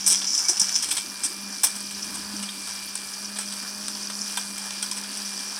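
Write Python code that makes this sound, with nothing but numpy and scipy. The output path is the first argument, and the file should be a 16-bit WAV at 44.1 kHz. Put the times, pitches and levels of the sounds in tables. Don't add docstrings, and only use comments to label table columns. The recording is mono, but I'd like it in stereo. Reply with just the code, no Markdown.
import sys
import numpy as np
from scipy import signal
from scipy.fft import rfft, irfft, next_fast_len
from scipy.io import wavfile
from scipy.ndimage import uniform_filter1d

SR = 44100
rng = np.random.default_rng(int(sys.argv[2]) if len(sys.argv) > 2 else 0)


def convert_level_to_amplitude(level_db):
    exponent = np.asarray(level_db, float) / 20
    return 10 ** exponent


def int16_out(signal):
    q = np.round(np.clip(np.atleast_2d(signal).T, -1, 1) * 32767)
    wavfile.write(sys.argv[1], SR, q.astype(np.int16))


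N = 246519
TIME = np.arange(N) / SR
HZ = np.fft.rfftfreq(2 * next_fast_len(N // 2 + SR // 20), 1 / SR)
SIDES = np.array([[.5], [-.5]])
LEFT_LAG_S = 0.00013
MAINS_BUZZ_HZ = 120

# t/s, shaft speed f/Hz, hum level/dB
MOTOR = [(0.0, 195.8, -48.5), (0.97, 194.9, -53), (1.07, 199.9, -52), (1.45, 200.5, -44), (2.0, 202.8, -45),
         (2.32, 204.6, -41.5), (2.42, 201.4, -35.5), (2.52, 199.2, -49), (2.9, 199.3, -49),
         (3.3, 203.3, -44), (3.95, 204.2, -45), (4.1, 202.7, -45.5), (4.4, 201.1, -46.5),
         (4.5, 200.3, -45.5), (5.05, 201.6, -46.5), (5.17, 204.8, -45), (5.25, 200.5, -44),
         (5.59, 202.6, -49)]


def level(x, db):
    return x * convert_level_to_amplitude(db) / np.sqrt(np.mean(x ** 2))


def along(rows, column=1):
    rows = np.array(rows, float)
    return np.interp(TIME, rows[:, 0], rows[:, column])


def on_hz(points, column=1):
    points = np.array(points, float)
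    return np.interp(np.log(HZ + 1), np.log(points[:, 0]), points[:, column])


def walk(rate):
    hold = int(SR / rate)
    steps = np.repeat(rng.standard_normal(N // hold + 1), hold)[:N]
    return 1.64 * uniform_filter1d(uniform_filter1d(steps, hold), hold)


def above(hz):
    return 1 / np.sqrt(1 + (hz / (HZ + 1)) ** 16)


def below(hz):
    return np.sqrt(1 - above(hz) ** 2)


def bell(hz, width_hz):
    return 1 / (1 + 1j * (HZ ** 2 - hz ** 2) / (HZ + 1) / width_hz)


def bells(modes):
    return np.sqrt(sum(convert_level_to_amplitude(db) ** 2 * abs(bell(hz, width)) ** 4 for hz, width, db in modes))


def ports(envelope, colour, clicks=0):
    # f/Hz, share/0-1
    likeness = [(100, 0.78), (300, 0.84), (900, 0.88), (1600, 0.55), (3000, 0.6), (6300, 0.1), (7600, 0.94),
                (10500, 1), (15000, 0.72)]
    size = 2 * (len(HZ) - 1)
    shared, left, right = rfft(envelope * rng.standard_normal((3, N)) + 1.02 * clicks, size)
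    alike = np.clip(on_hz(likeness), 0, 1)
    lag = np.exp(-2j * np.pi * HZ * LEFT_LAG_S * below(6600))
    left = (np.sqrt(alike) * shared + np.sqrt(1 - alike) * left) * lag
    right = np.sqrt(alike) * shared + np.sqrt(1 - alike) * right
    colour = colour / np.sqrt(np.mean(abs(colour) ** 2))
    return irfft(np.array([left, right]) * colour, size)[:, :N]


def clogging(column):
    # t/s at the worst, sag f/Hz, build-up t/s, hum loss level/dB
    clogs = [(0.36, 3.06, 0.077, 10), (0.46, 4.5, 0.12, 3.5), (0.55, 2.03, 0.088, 8), (0.9, 0.3, 0.1, 8),
             (1.3, 3.96, 0.19, 9.5), (1.64, 6.74, 0.14, 14), (1.92, 2.12, 0.08, 1), (2.16, 4.64, 0.15, 4),
             (2.7, 2.94, 0.1193, 3.5), (3.13, 4.96, 0.21, 6), (3.65, 5.4, 0.29, 3.5), (4.73, 1.84, 0.21, 2),
             (5.4, 4.25, 0.13, 3)]
    clears_s = 0.12
    return sum(np.interp(TIME, [row[0] - row[2], row[0], row[0] + clears_s], [0, row[column], 0])
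               for row in clogs)


def shaft_speed():
    return along(MOTOR) - clogging(column=1)


def shaft_hum(hz, turn):
    # multiple of the shaft speed, level/dB under the usual hum
    orders = [(2, -18.5), (3, -15.5), (5, -19.5), (6, -14.5)]
    hum_db = along(MOTOR, column=2) - clogging(column=3)
    loudness = convert_level_to_amplitude(hum_db + 3.5 + 0.88 * walk(40) + 4.0 * walk(2.94) * SIDES)
    hum = loudness * np.sin(turn + (.5 + 0.3 * walk(3.72)) * SIDES)
    for order, db in orders:
        overtone = convert_level_to_amplitude(-44.5 + db + 1.0 * (hz - 200.0) + 0.92 * walk(5))
        hum = hum + overtone * np.sin(order * turn - 0.38 * SIDES)
    return hum


def squeal():
    # t/s, length t/s, level/dB
    start, length, db = (.445, .044, -34)
    gate = uniform_filter1d(1. * (abs(TIME - start - length / 2) < length / 2), size=200)
    end = start + length
    gate = np.maximum(gate, .4 * np.exp(-abs(TIME - end) / .08) * (TIME > end))
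    return gate * convert_level_to_amplitude(db + np.array([[0], [-14]]))


def armature_whine(hz, turn):
    best_hz, fall_db_per_hz2 = 198.5, 0.17
    whine_db = np.maximum(-49.5 - fall_db_per_hz2 * (hz - best_hz) ** 2, -57)
    whine = convert_level_to_amplitude(whine_db + 6 + 1.2 * walk(26) + 3.7 * SIDES) + squeal()
    slots = 12 * turn - 1.6 * SIDES
    shadow = convert_level_to_amplitude(-11) * np.sin(slots - 2 * np.pi * MAINS_BUZZ_HZ * TIME)
    return whine * (np.sin(slots) + shadow)


def motor():
    hz = shaft_speed()
    turn = 2 * np.pi * np.cumsum(hz * (1 + .001 * walk(40))) / SR
    return shaft_hum(hz, turn) + armature_whine(hz, turn)


def table():
    # t/s, level/dB
    rocking = [
        (0.0, 3),
        (0.5, -2),
        (0.95, 8),
        (1.1, 0),
        (1.55, -2),
        (1.8, 4),
        (2.2, 6.5),
        (2.5, -1.5),
        (5.59, -3.5),
    ]
    # f/Hz, level/dB
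    rumble_colour = [(33, -46), (45, -13), (85, -2.5), (135, -12.5), (170, -5.5), (230, -47)]
    # f/Hz, level/dB
    pulp_colour = [(130, -20), (200, -4), (290, 1.5), (400, -7), (540, -15), (700, -28)]
    rocking_db = along(rocking)
    both = np.ones((2, 1))
    rumble = convert_level_to_amplitude(-65 + rocking_db + 1.4 * walk(5.96))
    gurgle = convert_level_to_amplitude(-52.5 + 0.25 * rocking_db + 1.66 * walk(24.61))
    return ports(rumble, convert_level_to_amplitude(on_hz(rumble_colour)) * both) + ports(gurgle, convert_level_to_amplitude(on_hz(pulp_colour)) * both)


def gulps():
    # t/s, peak level/dB, pitch f/Hz
    pockets = [(0.113, -28.5, 364), (0.356, -50, 253), (0.492, -23.5, 363), (0.924, -47, 266),
               (1.077, -45, 300), (1.248, -29, 281.7), (1.301, -29.5, 354), (1.432, -30, 260),
               (1.5, -30, 280), (1.57, -31, 276), (1.76, -33, 240), (2.19, -27, 295), (2.336, -21.5, 293.3),
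               (2.416, -28, 240), (2.737, -55, 294), (3.851, -47, 223.6), (4.202, -33, 231.5)]
    out = np.zeros((2, N))
    t = TIME[:SR // 10]
    for start, db, hz in pockets:
        i = int(start * SR)
        pitch = .85 * hz * (1 + 7.7 * t)
        swell = (t / 0.01) * np.exp(1 - t / 0.0062)
        gulp = convert_level_to_amplitude(db - 7.0) * np.sin(2 * np.pi * pitch * t) * swell
        out[:, i:i + len(t)] += gulp[:N - i]
    return out


def grit(rate, spread_db, tail_ms, bed):
    sizes = convert_level_to_amplitude(spread_db * np.minimum(rng.exponential(size=N), 3))
    ticks = (rng.random(N) < rate / SR) * sizes
    ticks = signal.lfilter([1], [1, -np.exp(-1000 / (tail_ms * SR))], ticks)
    return level(bed + level(ticks, 0), 0)


def crunches(rows, tail_ms, after_db, after_ms):
    power = np.zeros(N)
    for s, held_ms, db in rows:
        start = int(s * SR)
        ms = 1000 * TIME[:min(N - start, SR // 4)]
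        late = np.maximum(ms - held_ms, 0)
        fall_ms = tail_ms * np.clip(held_ms / 8, .4, 1)
        shape = np.exp(-late / fall_ms) ** 2 + (convert_level_to_amplitude(after_db) * np.exp(-late / after_ms)) ** 2
        shape += (convert_level_to_amplitude(-7) * np.exp(-ms / 3.0)) ** 2
        power[start:start + len(ms)] += convert_level_to_amplitude(db) ** 2 * shape * np.minimum(ms / 2.9, 1) ** 2
    return np.sqrt(power)


def accents(rows, boost, rise_ms, fall_ms):
    power = np.ones(N)
    lead_s = .003
    ms = 1000 * (TIME[:SR // 100] - lead_s)
    shape = np.where(ms < 0, np.exp(-(ms / rise_ms) ** 2), np.exp(-ms / fall_ms))
    for s, db in rows:
        start = int((s - lead_s) * SR)
        power[start:start + len(ms)] += convert_level_to_amplitude(db + boost) ** 2 * shape
    return np.sqrt(power / uniform_filter1d(power, size=SR // 40))


def colours(column):
    # f/Hz, left level/dB, right level/dB
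    jar_colour = [(540, -4.5, -5.5), (850, 2, 3), (1705, 3.5, 6.5), (2000, 1, -2), (3140, 6, 4.5),
                  (3970, 4.5, -3), (5470, -3.5, 3), (6570, 14, 9.5), (7800, 12, 11), (10680, 8.5, 12.5),
                  (11470, 2, -6.5), (12400, -3.5, 5), (16400, -10, -12)]
    # f/Hz, width f/Hz, grinding level/dB, struck level/dB
    glass_modes = [(874, 250, 0.5, 2), (1003, 29, 5, 7), (1665, 310, 3, 3.5), (2370, 160, -1, 5.5),
                   (3250, 190, 1.5, 6), (3563, 71, -1, 9.5), (4150, 310, 3.5, 6), (8045, 1240, 6.5, 13),
                   (9010, 1100, 4, 7)]
    # f/Hz, width f/Hz, level/dB
    lid_modes = [(5250, 660, 3.5), (5870, 570, 1.5), (7130, 820, -10)]
    glass = convert_level_to_amplitude(sum(mode[column] * abs(bell(*mode[:2])) ** 2 for mode in glass_modes))
    jar = convert_level_to_amplitude(np.array([on_hz(jar_colour, column=1), on_hz(jar_colour, column=2)])) * glass
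    body = jar * above(404) * below(1980)
    wall = jar * above(2100) * below(4900)
    lid = bells(lid_modes) * above(4910) ** 2 * convert_level_to_amplitude(np.array([[0], [-24]]))
    fizz = jar * above(4800) * below(14000)
    return body, wall, lid, fizz, jar * above(11200)


def collar(surge, chatter, blades):
    # f/Hz, width f/Hz, level/dB
    collar_modes = [(4540, 390, -3), (4775, 560, 5)]
    buzz = convert_level_to_amplitude(-39.5) * convert_level_to_amplitude(.8 * surge) * chatter * blades
    return ports(buzz, bells(collar_modes) * convert_level_to_amplitude(np.array([[0], [-22]])))


def blows():
    # t/s, crunch length t/ms, level/dB,
    # bulk level/dB, brittleness level/dB
    ice = [(0.062, 26, -37.5, -3, 19.5), (0.0986, 25, -35.5, -6.5, 14.5), (0.121, 13, -33, -6, 10.5),
           (0.143, 5.2, -31.5, -10, -1), (0.215, 7.5, -33.5, -7.5, -5), (0.2423, 2.6, -34.5, -4, -4),
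           (0.348, 12, -40, -19, 6), (0.378, 20, -46, -17, 11.5), (0.4848, 17, -37.5, -8, 15),
           (0.5691, 10.5, -40.5, -20, 3), (0.595, 7.4, -39, -3.5, 17.5), (0.614, 6.6, -38.5, -2.5, 12),
           (0.682, 13, -48, -7, 9), (0.755, 8.1, -33.5, -10, 1), (0.823, 21.5, -35, -9.5, 6.5),
           (0.8864, 9.9, -41, -4, 8.5), (0.906, 3.3, -33, -9.5, 7), (0.911, 7.3, -29, -8.5, 6),
           (0.966, 16, -31, -8, 5), (1.234, 25.3, -40, -3, 15), (1.6322, 15, -29.5, -3, 11),
           (1.652, 20, -46, -1, 17),
           (1.7529, 14, -49, -9, 10), (1.803, 4.5, -55, -1, 18.5), (1.908, 7.5, -42.5, -2, 5),
              (2.142, 17.3, -47, 1, 13), (2.389, 10, -47.5, 3, 0), (2.4254, 11, -38, -7, 5),
              (2.4862, 5.6, -34.5, -17, -10), (2.6722, 7.5, -42.5, -1, 0), (2.9524, 4.5, -42.5, 1, 14),
              (3.357, 18.7, -41.5, -2, 2), (3.385, 6.7, -35.5, 1, 9), (3.405, 18, -42, -8, 3),
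              (3.52, 8.8, -41, -21, 5.5), (3.88, 4.5, -41, 1.5, 8.5), (4.098, 6.3, -36.5, 1, 1),
              (4.3707, 4.6, -30.5, -1, 4.5), (4.5781, 5.4, -40.5, -8, 7.5), (4.705, 3.44, -37.5, -3, 1),
              (4.824, 6.7, -39.5, -2, 12.5), (4.839, 4, -40, -3, 8), (4.912, 2.4, -35.5, -13, 7),
              (4.965, 20, -43, -1.5, 7.5), (5.1697, 5.15, -43.5, -6.5, 8), (5.39, 3.2, -41, -7, 2)]
    # t/s, length t/ms, level/dB
    knocks = [(0.0622, 16, -19.5), (0.1002, 23.5, -19), (0.126, 10, -18), (0.14, 2.5, -24),
              (0.155, 1.5, -15), (0.242, 2.8, -22), (0.268, 19, -22.5), (0.3042, 3.5, -27), (0.34, 15, -18),
              (0.375, 2, -11), (0.395, 12, -24), (0.436, 18, -24), (0.483, 14, -12), (0.5691, 9.6, -26),
              (0.595, 10, -15), (0.613, 6.1, -12.5), (0.681, 13, -24.5), (0.722, 31, -28.5),
              (0.745, 13, -18.5), (0.757, 4.6, -13), (0.82, 21, -24), (1.803, 4.5, -36), (1.9848, 3, -35),
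              (2.024, 6.5, -29.5), (2.363, 4.7, -29.5), (3.132, 8.7, -30.5), (3.244, 9.2, -29.5),
              (3.7065, 5, -38), (4.027, 5, -28.5), (4.2096, 8.4, -28), (4.7049, 3.35, -27),
              (4.9126, 2.4, -21.5)]
    s, ms, db, bulk_db, brittle_db = np.transpose(ice)
    body = np.transpose([s, ms, db + bulk_db])
    wall = np.transpose([s, ms, db])
    lid = np.transpose([s, ms, db + brittle_db - 1])
    fizz = np.transpose([s, ms, db + brittle_db])
    return body, wall, np.vstack([lid, knocks]), fizz


def tapped(chatter):
    # t/s, level/dB over the chatter
    rim_taps = [(0.0656, 4.7), (0.0718, 0), (0.077, 9), (0.0846, 2.1), (0.096, 2.1), (0.1084, 1),
                (0.1291, 1), (0.1413, 4.3), (0.1471, 8), (0.1572, 11), (0.1616, 6), (0.1756, 4.1),
                (0.1859, 4), (0.192, 5.1), (0.2033, 1), (0.2441, 6.5), (0.2533, 4.1), (0.273, 4.0),
                (0.2792, 3.9), (0.2844, -1), (0.2954, 1), (0.3058, 5.1), (0.3203, -2), (0.3254, 2.9),
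                (0.3346, 2.6), (0.3423, 3.7), (0.3512, 3.8), (0.3637, 1), (0.3791, 8.5), (0.3929, 1.6),
                (0.4047, 5.3), (0.4099, 1.6), (0.4253, 4.6), (0.4399, 4.6), (0.4528, 6), (0.4862, 6),
                (0.4898, 3.4), (0.4946, -1), (0.4993, 3.5), (0.5163, 1), (0.5246, -1), (0.5342, 4.9),
                (0.5706, 8), (0.5783, 5.4), (0.6011, 3.5), (0.6178, 10.5), (0.6296, 2.9), (0.6448, 3.8),
                (0.6706, 9), (0.6857, 2.3), (0.6944, 3.5), (0.727, 3.8), (0.7447, 5), (0.7555, 6),
                (0.7626, 4), (0.7886, 9), (0.8267, 3.2), (0.8336, 2), (0.9186, 3), (0.9723, 6),
                (1.11, 6.8), (1.1428, 6.5), (1.158, 6.8), (1.2367, 2), (1.2404, 3.2), (1.2528, 2.9),
                 (1.2625, 4.4), (1.344, 6.1), (1.55, 6.6), (1.561, 5.5), (1.587, 5.5), (1.637, 5.2),
                 (1.6426, 3.2), (1.6445, 2.2), (1.653, 3.6), (1.6707, 5.6), (1.7545, 8.2), (1.7872, 5.6),
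                 (1.806, 6.5), (2.0266, 4.9), (2.0684, 7.5), (2.2488, 8.1), (2.367, 5.3), (2.3918, 5.6),
                 (2.6739, 7), (2.7929, 6.6), (2.9554, 6.8), (3.0728, 6.9), (3.139, 5.4), (3.1915, 7.1),
                 (3.2582, 5.8), (3.3874, 5.7), (3.4105, 6.8), (3.883, 6.0), (4.0329, 5.6), (4.213, 4.6),
                 (4.2181, 4.4), (4.2604, 4.7), (4.3073, 7.8), (4.3766, 5.8), (4.4142, 5.4), (4.7083, 6.3),
                 (4.7864, 6.6), (4.828, 4.4), (4.9163, 6.6), (4.9761, 6.6), (5.014, 10.4), (5.1532, 6),
                 (5.1728, 5.3), (5.3926, 7.1)]
    s, db = np.transpose(rim_taps)
    tap_ms = 0.89
    clicks = np.zeros(N)
    clicks[(s * SR).astype(int)] = convert_level_to_amplitude(db) * np.sqrt(tap_ms * SR / 1000)
    thin = np.sqrt(np.clip(1 - uniform_filter1d(clicks ** 2, size=SR // 50), .15, 1))
    around = np.sqrt(np.maximum(uniform_filter1d(chatter ** 2, size=SR // 50), 0))
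    return clicks * around, thin


def grind(db, surge):
    return convert_level_to_amplitude(db + 1.06 * surge + 0.97 * walk(16))


def smash(rows, db):
    return convert_level_to_amplitude(db) * crunches(rows, tail_ms=8.3, after_db=-8.5, after_ms=40)


def air(surge, fizz_blows, splinters, shards):
    # t/s, peak level/dB, length t/ms
    ice_snaps = [(0.0757, -11, 8.5), (0.4828, -40, 8.5), (0.595, -34, 8.5), (0.6145, -24, 9),
                 (0.7607, -38, 7.3), (0.8235, -29, 8.5), (0.9163, -19, 8.5), (0.9512, -23, 9.2),
                 (0.9692, -34, 8.5), (1.635, -3, 10), (2.8549, -30, 8.5), (3.3872, -38, 8.5),
                 (3.4092, -31, 8.3), (4.3715, -19, 4.8), (4.8267, -37, 7.1), (5.011, -37, 7.8)]
    hiss = convert_level_to_amplitude(-48 + 0.39 * surge + 1.0 * walk(12)) * grit(rate=500, spread_db=5.5, tail_ms=.8, bed=1.1)
    snaps = crunches(np.array(ice_snaps)[:, [0, 2, 1]], tail_ms=8.4, after_db=-20, after_ms=24)
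    return hiss + (convert_level_to_amplitude(-29) * fizz_blows + convert_level_to_amplitude(-15.5) * snaps * splinters) * shards


def rattle():
    # t/s, extra chatter level/dB
    looseness = [(0.0, 8), (0.12, 9), (0.24, 9), (0.34, 14), (0.48, 9.5), (0.74, 6), (0.84, 2), (0.98, 4),
                 (1.2, 0), (1.5, 2.5), (2.1, 1.5), (2.45, -2.5), (2.8, 0), (3.2, 0.5), (4.2, 2), (5.1, 0),
                 (5.59, 2)]
    # t/s, level/dB over the
    shard_cracks = [(0.0503, 7), (0.0771, 4.4), (0.0806, 5), (0.102, 8), (0.1124, 0), (0.1292, 3.5),
                    (0.1364, -2), (0.1524, 7), (0.1572, 3.9), (0.1772, 3.1), (0.1957, 7), (0.217, 6.9),
                    (0.2434, 11), (0.2738, 9), (0.3052, 6.4), (0.351, 14), (0.3574, 3.0), (0.3669, 3.0),
                    (0.3795, 4.2), (0.393, 10), (0.404, 3.1), (0.4083, 2.3), (0.4247, 2.4), (0.4295, 3.7),
                    (0.4415, 2.7), (0.4457, 4.9), (0.4516, 7), (0.4572, 4), (0.4606, 2.4), (0.4842, 4.9),
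                    (0.4959, 6), (0.5193, 5), (0.5317, 3.3), (0.5417, 3.8), (0.5714, 4.0), (0.5762, 5.4),
                    (0.5987, 7.0), (0.6166, 13), (0.633, 6), (0.6431, 4.0), (0.6949, 13), (0.7558, 2.9),
                    (0.7632, 6.9), (0.7813, 7), (0.792, 7), (0.8277, 2), (0.8388, 2.6), (0.8455, 11),
                    (0.8607, 0), (0.8691, 4.5), (0.8889, 4.5), (0.8965, 1), (0.9136, 6), (0.9254, 2.0),
                    (0.9428, 0), (0.9542, 3), (0.9696, 3), (0.9886, 4), (0.9995, 2.7), (1.063, 8),
                    (1.1436, 5.1), (1.242, 2.8), (1.251, 5.3), (1.2663, 2.9), (1.292, 4.3), (1.4075, 6.7),
                   (1.6352, 4.8), (1.6467, 3.3), (1.6703, 3.9), (1.6868, 4.1), (1.7049, 3.5), (1.7548, 4.4),
                   (1.765, 4.6), (1.8057, 6.4), (1.9101, 5.9), (2.0254, 4.9), (2.0683, 5.5), (2.1557, 5.4),
                   (2.4019, 6.3), (2.4267, 3.7), (2.4315, 2.5), (2.4922, 6.7), (2.9552, 7.5), (2.9614, 2.1),
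                   (2.9768, 6.3), (3.0173, 6.5), (3.0859, 7.1), (3.3745, 4.5), (3.389, 6.6), (3.4035, 2.9),
                   (3.4117, 3.3), (3.4151, 2.0), (3.4297, 3.6), (3.5243, 4.4), (3.6142, 4.4), (3.8831, 5.7),
                   (4.046, 5.5), (4.103, 4.2), (4.2431, 6.1), (4.2608, 4.55), (4.3726, 4), (4.3894, 3.0),
                   (4.575, 4.1), (4.582, 5.1), (4.6081, 4.9), (4.7083, 5.5), (4.8278, 6.6), (4.832, 3.9),
                   (4.8413, 2.9), (4.9149, 7.8), (4.9304, 4.1), (4.965, 4.8), (4.9761, 3.1), (4.983, 3.1),
                   (5.014, 5.45), (5.1734, 6.1), (5.3169, 6), (5.3935, 7), (5.4974, 4.9), (5.5226, 5.3)]
    hz, loose_db = shaft_speed(), along(looseness)
    load_db = 0.1457 * (200.5 - hz)
    surge = .7 * walk(9) + .6 * np.sin(2 * np.pi * MAINS_BUZZ_HZ * TIME)
    fine = grit(rate=600, spread_db=-0.5, tail_ms=0.84, bed=2.7)
    splinters = grit(rate=900, spread_db=2, tail_ms=0.7, bed=2.5)
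    chatter = grit(rate=600, spread_db=2.6, tail_ms=0.65, bed=1.0)
    turn = 2 * np.pi * np.cumsum(hz) / SR
    blades, shaft = convert_level_to_amplitude(3.5 * np.sin(2 * turn)), convert_level_to_amplitude(1.5 * np.sin(turn))
    shards = shaft * accents(shard_cracks, boost=0.23, rise_ms=0.73, fall_ms=0.61)
    softs, hards = colours(column=2), colours(column=3)
    body_rows, wall_rows, lid_rows, fizz_rows = blows()
    out = collar(surge, chatter, blades)

    out += ports(grind(-45 + load_db, surge) * fine * shaft, softs[0])
    out += ports(smash(body_rows, 1.5) * splinters * shaft, hards[0])

    out += ports(grind(-40.5 + load_db, surge) * fine * shards, softs[1])
    out += ports(smash(wall_rows, 5.65) * splinters * shards, hards[1])

    lid_grind, lid_blows = grind(-38 + loose_db, surge), smash(lid_rows, -1.0)
    clicks, thin = tapped(np.hypot(lid_grind, lid_blows))
    out += ports(lid_grind * chatter * blades * thin, softs[2], clicks)
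    out += ports(lid_blows * splinters * blades * thin, hards[2])

    out += ports(grind(-40.5 + 0.095 * loose_db + load_db, surge) * fine * shards, softs[3])
    out += ports(smash(fizz_rows, 2.1) * splinters * shards, hards[3])
    return out + ports(air(surge, smash(fizz_rows, 0), splinters, shards), softs[4])


def rings(rise_s):
    # t/s, f/Hz, level/dB
    tones = [(.492, 700, -35), (.493, 900, -36), (.524, 740, -39), (.51, 370, -37), (.616, 880, -35),
             (.614, 210, -35), (2.488, 3700, -33), (.968, 1660, -36), (.918, 3500, -29), (.978, 3600, -29),
             (1.636, 870, -30), (1.636, 1010, -32), (1.636, 1620, -35), (4.372, 980, -30),
             (4.372, 1570, -27), (4.372, 3200, -26), (4.372, 3550, -28), (4.826, 1450, -34),
             (4.826, 3250, -31), (4.826, 4120, -31), (4.918, 1020, -35), (2.432, 2900, -35),
             (2.489, 3200, -33)]
    out = np.zeros((2, N))
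    t = TIME[:SR // 20]
    for s, hz, db in tones:
        i = int(s * SR)
        phase = 2 * np.pi * hz * (t - np.array([[LEFT_LAG_S / 2], [0]]))
        out[:, i:i + len(t)] += convert_level_to_amplitude(db) * np.sin(phase) * (t / rise_s) * np.exp(1 - t / rise_s)
    return out


def kitchen(x, t60_s, wet_db):
    t = TIME[:SR // 2]
    tail = rng.standard_normal((2, len(t))) * np.exp(-np.log(1000) * t / t60_s) * (t > .004)
    tail = tail / np.sqrt(np.sum(tail ** 2, axis=1, keepdims=True))
    return convert_level_to_amplitude(wet_db) * signal.fftconvolve(x, tail, axes=1)[:, :N]


def scene():
    jar = rattle() + rings(rise_s=.0045)
    return motor() + table() + gulps() + jar + kitchen(jar, t60_s=0.074, wet_db=-13.0)


def roll_off(x):
    return signal.sosfilt(signal.butter(12, 16480, fs=SR, output="sos"), x)


def record(dry):
    rounded = .8 * np.tanh(dry / .8)
    top_cut = signal.ellip(10, .3, 60, 15850, fs=SR, output="sos")
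    return roll_off(signal.sosfilt(top_cut, rounded))


dry = scene()
out = record(dry)
int16_out(out)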